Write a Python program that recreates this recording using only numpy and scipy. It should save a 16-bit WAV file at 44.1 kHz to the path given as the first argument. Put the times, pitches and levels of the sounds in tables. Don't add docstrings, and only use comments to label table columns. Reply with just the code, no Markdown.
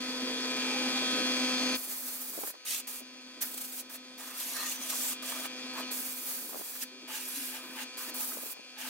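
import sys
import numpy as np
from scipy import signal
from scipy.fft import rfft, irfft, next_fast_len
from scipy.io import wavfile
from scipy.ndimage import uniform_filter1d, map_coordinates

SR = 44100
rng = np.random.default_rng(int(sys.argv[2]) if len(sys.argv) > 2 else 0)


def materialize(psi):
    bounded = np.clip(np.atleast_2d(psi).T, -1, 1)
    quanta = np.round(bounded * 32767).astype(np.int16)
    wavfile.write(sys.argv[1], SR, quanta)


N = 392040
TIME = np.arange(N) / SR
CUTOFF_HZ = 15750

# t/s, f/Hz, level/dB
FAR_GLIDES = [
    [(.05, 485, -67), (.22, 475, -47), (.38, 460, -55), (.55, 444, -46), (.8, 430, -52)],
    [(.1, 945, -56), (.28, 950, -64), (.65, 885, -56), (.8, 816, -48), (1.05, 775, -56)],
    [(6.55, 401, -86), (6.85, 378, -62), (7.2, 379, -68), (7.45, 361.3, -64), (7.75, 351.5, -62.5),
     (8.0, 348, -89)],
]

# t/s, stroke rate/Hz
STROKE_RATE = [(0, 127.12), (1, 127.04), (6, 127.06), (7, 127.14), (8.9, 127.16)]
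# multiple of the stroke rate, mid level/dB (common to both channels), side level/dB
HARMONICS = [(2, -39.5, -110), (4, -47.5, -59), (6, -57.5, -88), (8, -51.5, -74), (10, -50, -58),
             (12, -51.5, -59), (13, -55, -75), (14, -55.5, -61), (15, -55, -76), (16, -58.5, -63),
             (17, -75, -74), (18, -52, -62), (19, -46.5, -62), (20, -54.5, -55), (21, -56.5, -60),
             (23, -58.5, -51), (25, -59.5, -64), (26, -52, -49), (27, -55.5, -52), (28, -60, -56),
             (29, -58.5, -59), (30, -67, -65), (31, -83, -67), (32, -75, -52), (34, -47.5, -45),
             (35, -52, -51), (36, -59, -57), (37, -53, -45), (38, -55.5, -52), (39, -51, -53),
             (40, -63, -58), (41, -59.5, -59), (47, -68, -53), (48, -57, -60), (49, -52.5, -57),
             (50, -61, -59), (51, -67, -59), (52, -55.5, -63), (54, -77, -59), (55, -78, -57)]
# t/s, buzz/dB, ring/dB, mid whine/dB, side whine/dB
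GROUP_GAINS = [(0, -2.5, 1.5, -3.5, -3), (.4, -0.5, 4.5, -4, -1), (.7, 3.5, 4, -3, 0),
               (1.1, 0.5, 6.5, -4, -2), (1.35, 2, 3.5, -2, 0), (1.7, 0.5, 2, 2, -1), (2.3, 0.5, 3, 1, 2),
               (2.8, 4.5, 5.5, 1, 3), (3.6, 1, 3.5, -0.5, -1), (5.2, 2.5, 7.5, -4.5, -2),
               (5.75, 3.5, 2, -3, 0), (6.5, 2, 5, 3.5, 2), (7.5, 5.5, 6, -6.5, 1), (8.1, 3.5, 2, 0, 0),
               (8.89, 6, 5, 0, 3)]
# f/Hz, typical level/dB
FIZZ_SPECTRUM = [(7000, -73), (9000, -71), (11500, -79), (14500, -90)]
# f/Hz, bandwidth/Hz, level/dB
CASING_MODES = [(2634, 46, -52.5), (3190, 54, -59), (5220, 50, -56), (7850, 90, -61.5), (10500, 60, -67.5)]
# f/Hz, relative density/dB
PUMP_SPECTRUM = [(40, -37), (100, -35), (135, -18.5), (170, -17), (220, 2.5), (300, 5.5), (420, -1),
                 (620, -3), (900, -8.5), (2000, -6.5), (3200, -9), (4800, -3), (5700, -9.5), (9000, -16.5),
                 (15500, -30.5)]
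# f/Hz, coherence, left phase lead/rad
PUMP_COHERENCE = [(60, .45, 0), (160, .95, 0), (300, .88, 0), (1200, .65, .4), (2400, .55, 1.1),
                  (3300, .6, 1.9), (4700, .65, 2.4), (6500, .45, 3.1), (9000, .45, 4.2), (12000, .4, 5.6),
                  (15500, .3, 7.2)]
# start/s, end/s, initial gain/dB
HUM_DUCKS = [(1.768, 2.503, -15.5), (3.417, 3.747, -17), (5.933, 6.598, -15), (8.19, 8.52, -17)]
# t/s, half length/s, gain/dB
DRONE_DIPS = [(2.57, 0.13, -15.5), (6.678, 0.055, -9), (7.918, 0.026, -14), (8.007, .025, -12),
              (8.6, 0.14, -13.5)]

# t/s, f/Hz, peak/dB
GRIP_SQUEAKS = [(.38, 3520, -31), (.425, 5240, -34), (.62, 3170, -28), (.98, 3480, -27.5),
                (4.77, 6130, -38), (4.83, 6130, -32), (1.58, 3520, -30), (1.725, 10300, -39),
                (2.608, 2280, -47), (5.63, 3550, -39), (5.832, 2900, -37)]
# t/s, level/dB
FRAME_BUMPS = [(1.02, -31), (1.625, -32)]
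# f/Hz, bandwidth/Hz, relative level/dB
FRAME_MODES = [(296, 23, 0), (345, 50, -6), (460, 50, -5), (600, 64, -3)]

# t/s, half length/s, small puff level/dB, low rush level/dB
PASSING_GUSTS = [(2.421, 0.09, -44, -59), (6.562, 0.054, -44, -55), (8.421, 0.1, -49, -59)]
# t/s, level/dB, half length/s, upper band edge/Hz
STRONG_PUFFS = [(2.35, -40, .003, 1600), (2.379, -32, .005, 620), (2.388, -31, 0.005, 700),
                (2.416, -38, 0.0046, 600), (2.437, -27, 0.0044, 1100), (2.447, -35, .004, 700),
                (2.474, -30, 0.0018, 2200), (2.478, -39, .003, 600), (2.503, -43, .003, 1500),
                (2.542, -41, 0.0033, 1300), (2.553, -38, 0.0022, 1700), (3.016, -42, 0.014, 600),
                (3.542, -40, 0.008, 800), (5.226, -34, 0.0026, 1500), (5.322, -31, 0.005, 3800),
                (5.457, -27.5, 0.0041, 2600), (6.532, -31.5, .004, 1700), (6.545, -32.5, 0.0044, 1100),
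                (6.558, -32.5, 0.0058, 800), (6.57, -36, .004, 650), (6.596, -38, 0.0056, 600),
                (6.61, -33, 0.006, 620), (8.371, -33, 0.004, 750), (8.387, -37, .004, 900),
                (8.434, -35, 0.0065, 650), (8.461, -38, .004, 500), (8.57, -42, .007, 800),
                (8.593, -42, 0.0047, 600)]

# t/s, half length/s, f/Hz, level/dB
CAVITY_HUMS = [(7.382, .022, 277.6, -47), (7.43, .02, 275, -51)]
# f/Hz, bandwidth/Hz, gain/dB
BOX_MODES = [(656, 70, -2), (922, 150, -3.5), (1222, 108, 0.5), (1625, 180, -1), (1950, 1100, -11)]
# start/s, end/s, f/Hz, bandwidth/Hz, level/dB
GAP_TONES = [(2.67, 2.786, 8350, 500, -46), (2.674, 2.798, 13400, 400, -45), (3.41, 3.462, 1640, 170, -48),
             (4.19, 4.43, 1250, 260, -55), (4.22, 4.45, 1850, 300, -59), (4.367, 4.563, 11700, 2200, -41),
             (4.4, 5.097, 6120, 70, -52), (4.535, 4.672, 4190, 83, -44), (4.55, 4.721, 1230, 55, -49.5),
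             (4.553, 4.7, 1830, 100, -45), (4.64, 4.74, 6700, 230, -43), (4.883, 5.156, 7600, 4000, -38),
             (4.921, 4.942, 1106, 110, -40.5), (4.98, 5.12, 13400, 350, -40), (5.0, 5.1, 7700, 200, -42),
             (5.3, 5.309, 7600, 200, -44), (5.322, 5.333, 1100, 250, -40.5), (5.36, 5.369, 1400, 300, -46),
             (5.752, 5.816, 1050, 180, -41.5), (6.752, 6.768, 1500, 900, -49),
             (6.822, 6.845, 1750, 350, -46.5), (8.307, 8.33, 1280, 90, -51), (7.1, 7.65, 1610, 150, -57),
             (7.227, 7.542, 11300, 690, -42.5)]
# f/Hz, bandwidth/Hz, relative level/dB
CORNER_MODES = [(873, 47, -5.5), (1660, 240, -2), (2180, 270, -8), (2900, 380, 0)]
# start/s, end/s, level/dB
CORNER_AIMS = [(7.066, 7.214, -48.5), (7.516, 7.587, -50.5), (7.76, 7.845, -44.5), (8.76, 8.897, -49)]

# f/Hz, relative density/dB
HISS_SPECTRUM = [(100, -39), (170, -14.5), (300, -6), (600, -9.5), (1200, -9), (3000, -11), (6000, -4.5),
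                 (9000, -1), (12000, 1.5), (15800, 3)]
# f/Hz, coherence, left phase lead/rad
HISS_COHERENCE = [(200, 0.06, 1.5), (1500, 0.25, -2), (3000, 0, 0.5), (5900, 0.35, -2), (10000, 0.55, -0.5),
                  (15000, 0.4, -0.8)]
# f/Hz, relative density/dB
SPLASH_SPECTRUM = [(200, -43), (700, -48), (1400, -11), (2200, 0), (4000, -1), (7000, 2.5), (10000, 1),
                   (15800, 0)]
# f/Hz, coherence, left phase lead/rad
SPLASH_COHERENCE = [(200, .6, 0), (1500, 0.8, 2), (3000, 0.4, 0.8), (6150, 0.2, 4.5), (15000, 0.3, -6.5)]
# t/s, added delay on the right/microseconds
NOZZLE_DELAY = [(1.8, 23), (2.0, 22), (2.25, 3), (2.42, 6), (2.52, 1), (2.66, -75), (2.88, -100),
                (3.02, -100), (3.41, -9), (3.56, 32), (3.9, 24), (5.95, 27), (6.15, 18), (6.35, -10),
                (6.5, 1), (6.7, 20), (7.3, -2), (8.0, 30), (8.2, -12), (8.4, 6), (8.52, 1)]
# opening/s, closing/s, hiss/dB, splash/dB, box/dB, fall over the burst/dB
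PLAIN_BURSTS = [(1.75, 2.509, -37.5, -62, -56.5, -0.5), (2.652, 2.803, -43.5, -41, -54, -2.5),
                (2.873, 3.005, -37.5, -45, -56, 7), (3.409, 3.811, -42.5, -56.5, -75, -2.5),
                (3.897, 3.961, -46.5, -54.5, -55.5, -4), (5.223, 5.462, -51, -43, -48, -4),
                (5.733, 5.823, -63, -51.5, -50, 3), (5.912, 6.838, -36, -48.5, -57, 5.5),
                (7.973, 8.101, -42, -48, -49.5, -1.5), (8.141, 8.528, -42.5, -58, -58.5, -4.5),
                (8.779, 8.95, -54, -48, -57.5, -12)]
# t/s, hiss/dB, splash/dB, box/dB
SWEPT_BURSTS = [
    [(4.178, -46, -47.5, -48.5), (4.33, -55, -46.5, -53), (4.375, -40, -40, -54), (4.52, -60, -38.5, -48.5),
     (4.6, -63, -36.5, -42.5), (4.725, -40, -36, -50), (4.795, -50, -49.5, -48), (4.835, -52, -39, -49),
     (4.97, -36.5, -38.5, -50.5), (5.132, -36, -38, -45.5)],
    [(7.078, -46, -52, -47), (7.16, -48, -35, -54), (7.24, -45, -45.5, -62), (7.38, -49, -39.5, -56),
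     (7.49, -38.5, -42.5, -58), (7.55, -46, -43, -56), (7.6, -56, -51, -50.5), (7.74, -56, -53.5, -49.5),
     (7.8, -45, -43.5, -58), (7.837, -57, -42, -52)],
]
# t/s, half length/s, jet gain/dB, further splash gain/dB
EDGE_SPITS = [(2.713, 0.047, -4.5, 10), (3.423, 0.013, 11, 8), (3.445, 0.017, 5.5, -4),
              (3.545, 0.0055, 5, 9), (3.58, 0.0079, 6.5, 5), (3.618, .009, 5.5, 0), (3.652, 0.013, 6, 0),
              (3.796, 0.015, 3, 10.5), (4.243, .005, 4, -7), (4.288, .005, 4.5, -9),
              (4.567, 0.0083, 8.5, -2.5), (4.664, 0.0086, 0.5, 3), (4.695, .008, -1, 0),
              (4.903, 0.0057, 4.5, 3.5), (4.957, .008, 3, -7), (5.3, 0.013, 3.5, 1.5), (5.323, .005, 3, 1),
              (5.355, .02, 0.5, -3), (5.405, .012, 1, 1), (5.456, .01, 4, -6), (5.791, 0.026, 12.5, -2),
              (6.308, 0.067, 5, -5), (6.83, 0.021, 2, 17.5), (7.287, 0.012, 8.5, -12), (8.206, .008, 5, 6),
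              (8.236, 0.078, 7.5, -2)]


def from_db(db):
    return np.exp(np.asarray(db) * np.log(10) / 20)


def unit_rms(x):
    return x / np.sqrt(np.mean(x ** 2) + 1e-20)


def in_time(rows):
    times, *columns = np.transpose(rows)
    return [np.interp(TIME, times, column) for column in columns]


def at_hz(rows, hz):
    knots, *columns = np.transpose(rows)
    return [np.interp(np.log(hz + 1e-9), np.log(knots), column) for column in columns]


def hump(middle, half_length):
    return np.exp(-np.minimum(((TIME - middle) / half_length) ** 2, 50))


def drift(hz, hop=100):
    r = np.exp(-2 * np.pi * hz * hop / SR)
    slow = signal.lfilter([1], [1, -2 * r, r * r], rng.standard_normal(N // hop + 1002))[1000:]
    return np.interp(np.arange(N) / hop, np.arange(len(slow)), unit_rms(slow))


def filtered(x, order, hz, kind="low"):
    return signal.sosfilt(signal.butter(order, hz, kind, fs=SR, output="sos"), x)


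def resonate(x, hz, width):
    r = np.exp(-np.pi * width / SR)
    poles = [1, -2 * r * np.cos(2 * np.pi * hz / SR), r * r]
    return signal.lfilter(np.array([1, 0, -1]) * (1 - r * r) / 2, poles, x)


def add_transient(out, start_s, x, peak_db):
    start = round(start_s * SR)
    out[..., start:start + x.shape[-1]] += from_db(peak_db) * x / np.abs(x).max()


def stereo_noise(spectrum, image):
    size = next_fast_len(N)
    hz = np.arange(size // 2 + 1) * SR / size
    left, independent = rfft(rng.standard_normal((2, size)))
    coherence, lead = at_hz(image, hz)
    right = coherence * np.exp(-1j * lead) * left + np.sqrt(1 - coherence ** 2) * independent
    colour = from_db(at_hz(spectrum, hz)[0])
    return unit_rms(irfft(np.array([left, right]) * colour, size)[:, :N])


def far_tones(relative_width=.035, waver_db=2.0, fade_s=0.037):
    out = np.zeros(N)
    for curve in FAR_GLIDES:
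        hz, level_db = in_time(curve)
        gate = np.clip(np.minimum(TIME - curve[0][0], curve[-1][0] - TIME) / fade_s, 0, 1)
        phase = 2 * np.pi * np.cumsum(hz) / SR
        width_hz = relative_width * curve[0][1]
        band = drift(width_hz) * np.sin(phase) + drift(width_hz) * np.cos(phase)
        out += gate * from_db(level_db + waver_db * drift(30)) * band
    return out


def hum_gains(start_db=-4.5, full_db=1, recover_db_per_s=5, sink_db_per_s=8.5, duck_s=0.015):
    level = start_db + recover_db_per_s * TIME
    for begins, ends, ducked_db in HUM_DUCKS:
        sunk = sink_db_per_s * (np.minimum(TIME, ends) - begins)
        recovered = recover_db_per_s * np.maximum(TIME - ends, 0)
        level = np.where(TIME > begins, ducked_db - sunk + recovered, level)
    level = uniform_filter1d(np.minimum(level, full_db), int(duck_s * SR))
    dips = sum(db * hump(middle, half_length) for middle, half_length, db in DRONE_DIPS)
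    return from_db([level, level + 0.84 + dips])


def casing_rasp(stroke, sharpness=1.3, flicker_db=4.5, flicker_hz=18):
    noise = rng.standard_normal((2, N)) * .5 + rng.standard_normal(N)
    knocks = noise * np.exp(sharpness * np.cos(stroke))
    out = np.zeros((2, N))
    for hz, width, db in CASING_MODES:
        flicker = from_db(flicker_db * np.minimum(drift(flicker_hz), 1))
        out += from_db(db) * unit_rms(resonate(knocks, hz, width) * flicker)
    return out


def fizz(stroke, size=2048):
    hz = np.arange(size // 2 + 1) * STROKE_RATE[0][1]
    lines = rng.standard_normal((2, len(hz))) + 1j * rng.standard_normal((2, len(hz)))
    lines *= from_db(at_hz(FIZZ_SPECTRUM, hz)[0]) * (hz > FIZZ_SPECTRUM[0][0]) * (hz < CUTOFF_HZ)
    angle = np.arange(size) * 2 * np.pi / size
    cycles = irfft(lines * size / 2, size)
    return np.array([np.interp(stroke % (2 * np.pi), angle, cycle) for cycle in cycles])


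def pump_flow(stroke, split_hz, waver_db, throb=0.054, flutter_db=1.1, flutter_hz=45):
    rush = stereo_noise(PUMP_SPECTRUM, PUMP_COHERENCE)
    rumble = filtered(rush, 1, split_hz)
    pulsation = unit_rms((1 + throb * np.cos(stroke)) * from_db(flutter_db * drift(flutter_hz)))
    valves = filtered((rush - rumble) * pulsation, 2, 170, "high")
    return rumble * from_db(waver_db * drift(16)), valves


def from_the_left(x, shadow_hz=2200, shadow_db=0.9):
    treble = filtered(x, 1, shadow_hz, "high")
    return x + treble * (from_db([[shadow_db], [-shadow_db]]) - 1)


def compressor(waver_db=1.5, drone_waver_db=2.5, flow_db=-35.5, drone_top_hz=380):
    rattle, drone = hum_gains()
    buzz, ring, whine, side_whine = rattle * from_db(in_time(GROUP_GAINS))
    stroke = 2 * np.pi * np.cumsum(in_time(STROKE_RATE)[0]) / SR
    mid, side = np.zeros((2, N))
    for multiple, mid_db, side_db in HARMONICS:
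        hz = multiple * STROKE_RATE[0][1]
        in_phase = 2200 < hz < 3000
        phase = multiple * stroke + rng.uniform(0, 2 * np.pi) * (not in_phase)
        if hz < drone_top_hz:
            gain = drone * from_db(drone_waver_db * drift(20))
        else:
            group = whine if hz > 4000 else ring if hz > 3000 else buzz if hz > 2200 else rattle
            gain = group * from_db(waver_db * drift(4))
            spread = side_whine / whine if hz > 4000 else 1
            side += from_db(side_db) * gain * spread * np.cos(phase)
        mid += from_db(mid_db) * gain * np.sin(phase)
    lines = np.sqrt(2) * np.array([mid + side, mid - side])
    rumble, valves = pump_flow(stroke, drone_top_hz, drone_waver_db)
    flow = from_db(flow_db) * (drone * rumble + rattle * valves)
    return from_the_left(lines + buzz * casing_rasp(stroke) + rattle * fizz(stroke) + flow)


def squeaks(half_length_s=.01, width_hz=180):
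    out = np.zeros((2, N))
    t = np.arange(-SR // 20, SR // 20) / SR
    for s, hz, peak_db in GRIP_SQUEAKS:
        ring = resonate(rng.standard_normal((2, len(t))), hz, width_hz)
        add_transient(out, s + t[0], ring * np.exp(-(t / half_length_s) ** 2), peak_db)
    return out


def bumps(contact_s=0.014):
    out, t = np.zeros(N), TIME[:SR // 4]
    for s, peak_db in FRAME_BUMPS:
        scuff = rng.standard_normal(len(t)) * np.exp(-t / contact_s)
        ring = sum(from_db(db) * unit_rms(resonate(scuff, hz, width)) for hz, width, db in FRAME_MODES)
        add_transient(out, s, ring, peak_db)
    return out


def workshop_reverb(x, level_db=-12, t60_s=0.22, wall_hz=7000):
    t = TIME[:SR // 2]
    tail = rng.standard_normal((2, len(t))) * from_db(-60 * t / t60_s) * (t > .004)
    tail /= np.sqrt(np.sum(tail ** 2, axis=1, keepdims=True))
    return from_db(level_db) * signal.fftconvolve(x, filtered(tail, 1, wall_hz), axes=1)[:, :N]


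def wash(band_hz=(210, 430), lead_s=0.081, half_length_s=0.1):
    noise = rng.standard_normal(N) + .5 * rng.standard_normal((2, N))
    swells = sum(from_db(db) * hump(s - lead_s, half_length_s) for s, _, _, db in PASSING_GUSTS)
    return unit_rms(filtered(noise, 2, band_hz, "band")) * swells


def small_puffs(per_s=45, spread_db=-1.5, half_length_s=0.0049, top_hz=1300):
    rows = []
    for middle, reach_s, peak_db, _ in PASSING_GUSTS:
        places = np.linspace(-1, 1, max(round(2 * reach_s * per_s), 2))
        for place, (jitter, size) in zip(places, rng.standard_normal((len(places), 2))):
            s = middle + place * reach_s + jitter / (np.pi * per_s)
            rows.append((s, peak_db + spread_db * (size - 2 * place ** 2), half_length_s, top_hz))
    return rows


def buffets(low_hz=240, shared=0.1):
    out = np.zeros((2, N))
    t = np.arange(-SR // 20, SR // 20) / SR
    for s, peak_db, half_length, top_hz in STRONG_PUFFS + small_puffs():
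        eddies = rng.standard_normal((3, len(t))) * np.exp(-2 * (t / half_length) ** 2)
        pressure = shared * eddies[2] + (1 - shared) * eddies[:2]
        add_transient(out, s + t[0], filtered(pressure, 2, [low_hz, top_hz], "band"), peak_db)
    return out


def box_hums():
    out = np.zeros(N)
    for s, half_length, hz, db in CAVITY_HUMS:
        tone = np.sqrt(2) * np.sin(2 * np.pi * hz * TIME + rng.uniform(0, 2 * np.pi))
        out += from_db(db) * hump(s, half_length) * tone
    return out


def singing_gaps(incoherent_hz=3000):
    out = np.zeros((2, N))
    corner = [(begins, ends, hz, width, aim_db + db)
              for begins, ends, aim_db in CORNER_AIMS for hz, width, db in CORNER_MODES]
    for begins, ends, hz, width, level_db in GAP_TONES + corner:
        span = np.flatnonzero((TIME > begins) & (TIME < ends))
        mid, side = resonate(rng.standard_normal((2, SR)), hz, width)[:, SR - len(span):]
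        ring = unit_rms(mid + min(hz / incoherent_hz, 1) * side * [[1], [-1]])
        swell = np.sqrt(np.abs(np.sin(np.pi * (TIME[span] - begins) / (ends - begins))))
        out[:, span] += from_db(level_db) * swell * ring
    return out


def box_rush(flutter_db=5.0, side_gain=0.11):
    mid, side = rng.standard_normal((2, N))
    eddies = mid + side_gain * side * [[1], [-1]]
    out = np.zeros((2, N))
    for k, (hz, width, db) in enumerate(BOX_MODES):
        out += (-1) ** k * resonate(eddies, hz, width) * from_db(db + flutter_db * np.tanh(drift(19)))
    return unit_rms(out)


def splash_grit(low_hz=2600, high_hz=14000, width_hz=70, flicker_db=7, flicker_hz=32, count=44):
    out, noise = np.zeros((2, N)), rng.standard_normal((2, N))
    for k, hz in enumerate(np.linspace(low_hz, high_hz, count) * rng.uniform(1.0, 1.04, count)):
        flicker = from_db(flicker_db * np.minimum(drift(flicker_hz), 1.5))
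        out += resonate(noise[k % 2], hz, width_hz) * flicker * rng.uniform(.5, 1, (2, 1))
    return unit_rms(out)


def sputter(catches_per_s=35, depth_db=5.5, decay_s=.003):
    catches = (rng.random(N) < catches_per_s / SR) * rng.uniform(.3, 1, N)
    flare = signal.lfilter([1], [1, -np.exp(-1 / (decay_s * SR))], catches + 1e-18)
    return from_db(depth_db * np.minimum(flare, 1.3))


def off_the_wood(x, reflection, sway, spacing_s=0.0015, count=4):
    out = x.copy()
    path_stretch = np.exp(sway * drift(1.343))
    for channel in range(2):
        for k in range(count):
            delay_s = spacing_s * (k + rng.uniform(0.513, 1.5)) * path_stretch
            out[channel] += reflection * (-1) ** k * np.interp(TIME - delay_s, TIME, x[channel])
    return unit_rms(out)


def from_the_nozzle(x):
    lag_s = in_time(NOZZLE_DELAY)[0] * 1e-6
    return np.array([x[0], map_coordinates(x[1], [(TIME - lag_s) * SR], order=3)])


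def valve(opens, closes, opening_s=0.009, emptying_s=0.0075):
    opening = np.clip((TIME - opens) / opening_s + .5, 0, 1)
    return opening * np.exp(-np.clip((TIME - closes) / emptying_s, 0, 20))


def jet_gains(surge_db=3, surge_s=0.075):
    gains = np.zeros((3, N))
    for opens, closes, hiss_db, splash_db, box_db, fall_db in PLAIN_BURSTS:
        age = np.clip(TIME - opens, 0, closes - opens)
        strength = from_db(surge_db * np.exp(-age / surge_s) - fall_db * age / (closes - opens))
        gains += from_db([[hiss_db], [splash_db], [box_db]]) * valve(opens, closes) * strength
    for aim in SWEPT_BURSTS:
        gains += from_db(in_time(aim)) * valve(aim[0][0], aim[-1][0])
    spits_db = sum(np.outer([jet_db, jet_db + splash_db, jet_db], hump(s, half_length))
                   for s, half_length, jet_db, splash_db in EDGE_SPITS)
    return gains * from_db(spits_db)


def air_gun(flutter_db=1.45, splash_db=-2.0, grit_db=-4, box_db=-4.0, pan_db=-0.5):
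    free, edge, inside = jet_gains()
    hiss = from_the_nozzle(stereo_noise(HISS_SPECTRUM, HISS_COHERENCE))
    hiss = off_the_wood(hiss, reflection=0.3, sway=0.05)
    splash = off_the_wood(stereo_noise(SPLASH_SPECTRUM, SPLASH_COHERENCE), reflection=0.45, sway=0.069)
    splash = (splash + from_db(grit_db) * splash_grit()) * sputter()
    jet = free * hiss + from_db(splash_db) * edge * splash + from_db(box_db) * inside * box_rush()
    return from_db(flutter_db * drift(19.5)) * jet * from_db([[pan_db], [-pan_db]])


def scene(low_cut_hz=170):
    jet = air_gun() + singing_gaps() + box_hums()
    foreground = jet + workshop_reverb(jet) + buffets() + wash() + bumps()
    return compressor() + filtered(foreground, 2, low_cut_hz, "high") + squeaks() + far_tones()


def record(dry, fade_in_s=.006):
    low_pass = signal.ellip(12, .1, 90, CUTOFF_HZ, fs=SR, output="sos")
    return signal.sosfilt(low_pass, dry * np.minimum(TIME / fade_in_s, 1))


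dry = scene()
out = record(dry)
materialize(out)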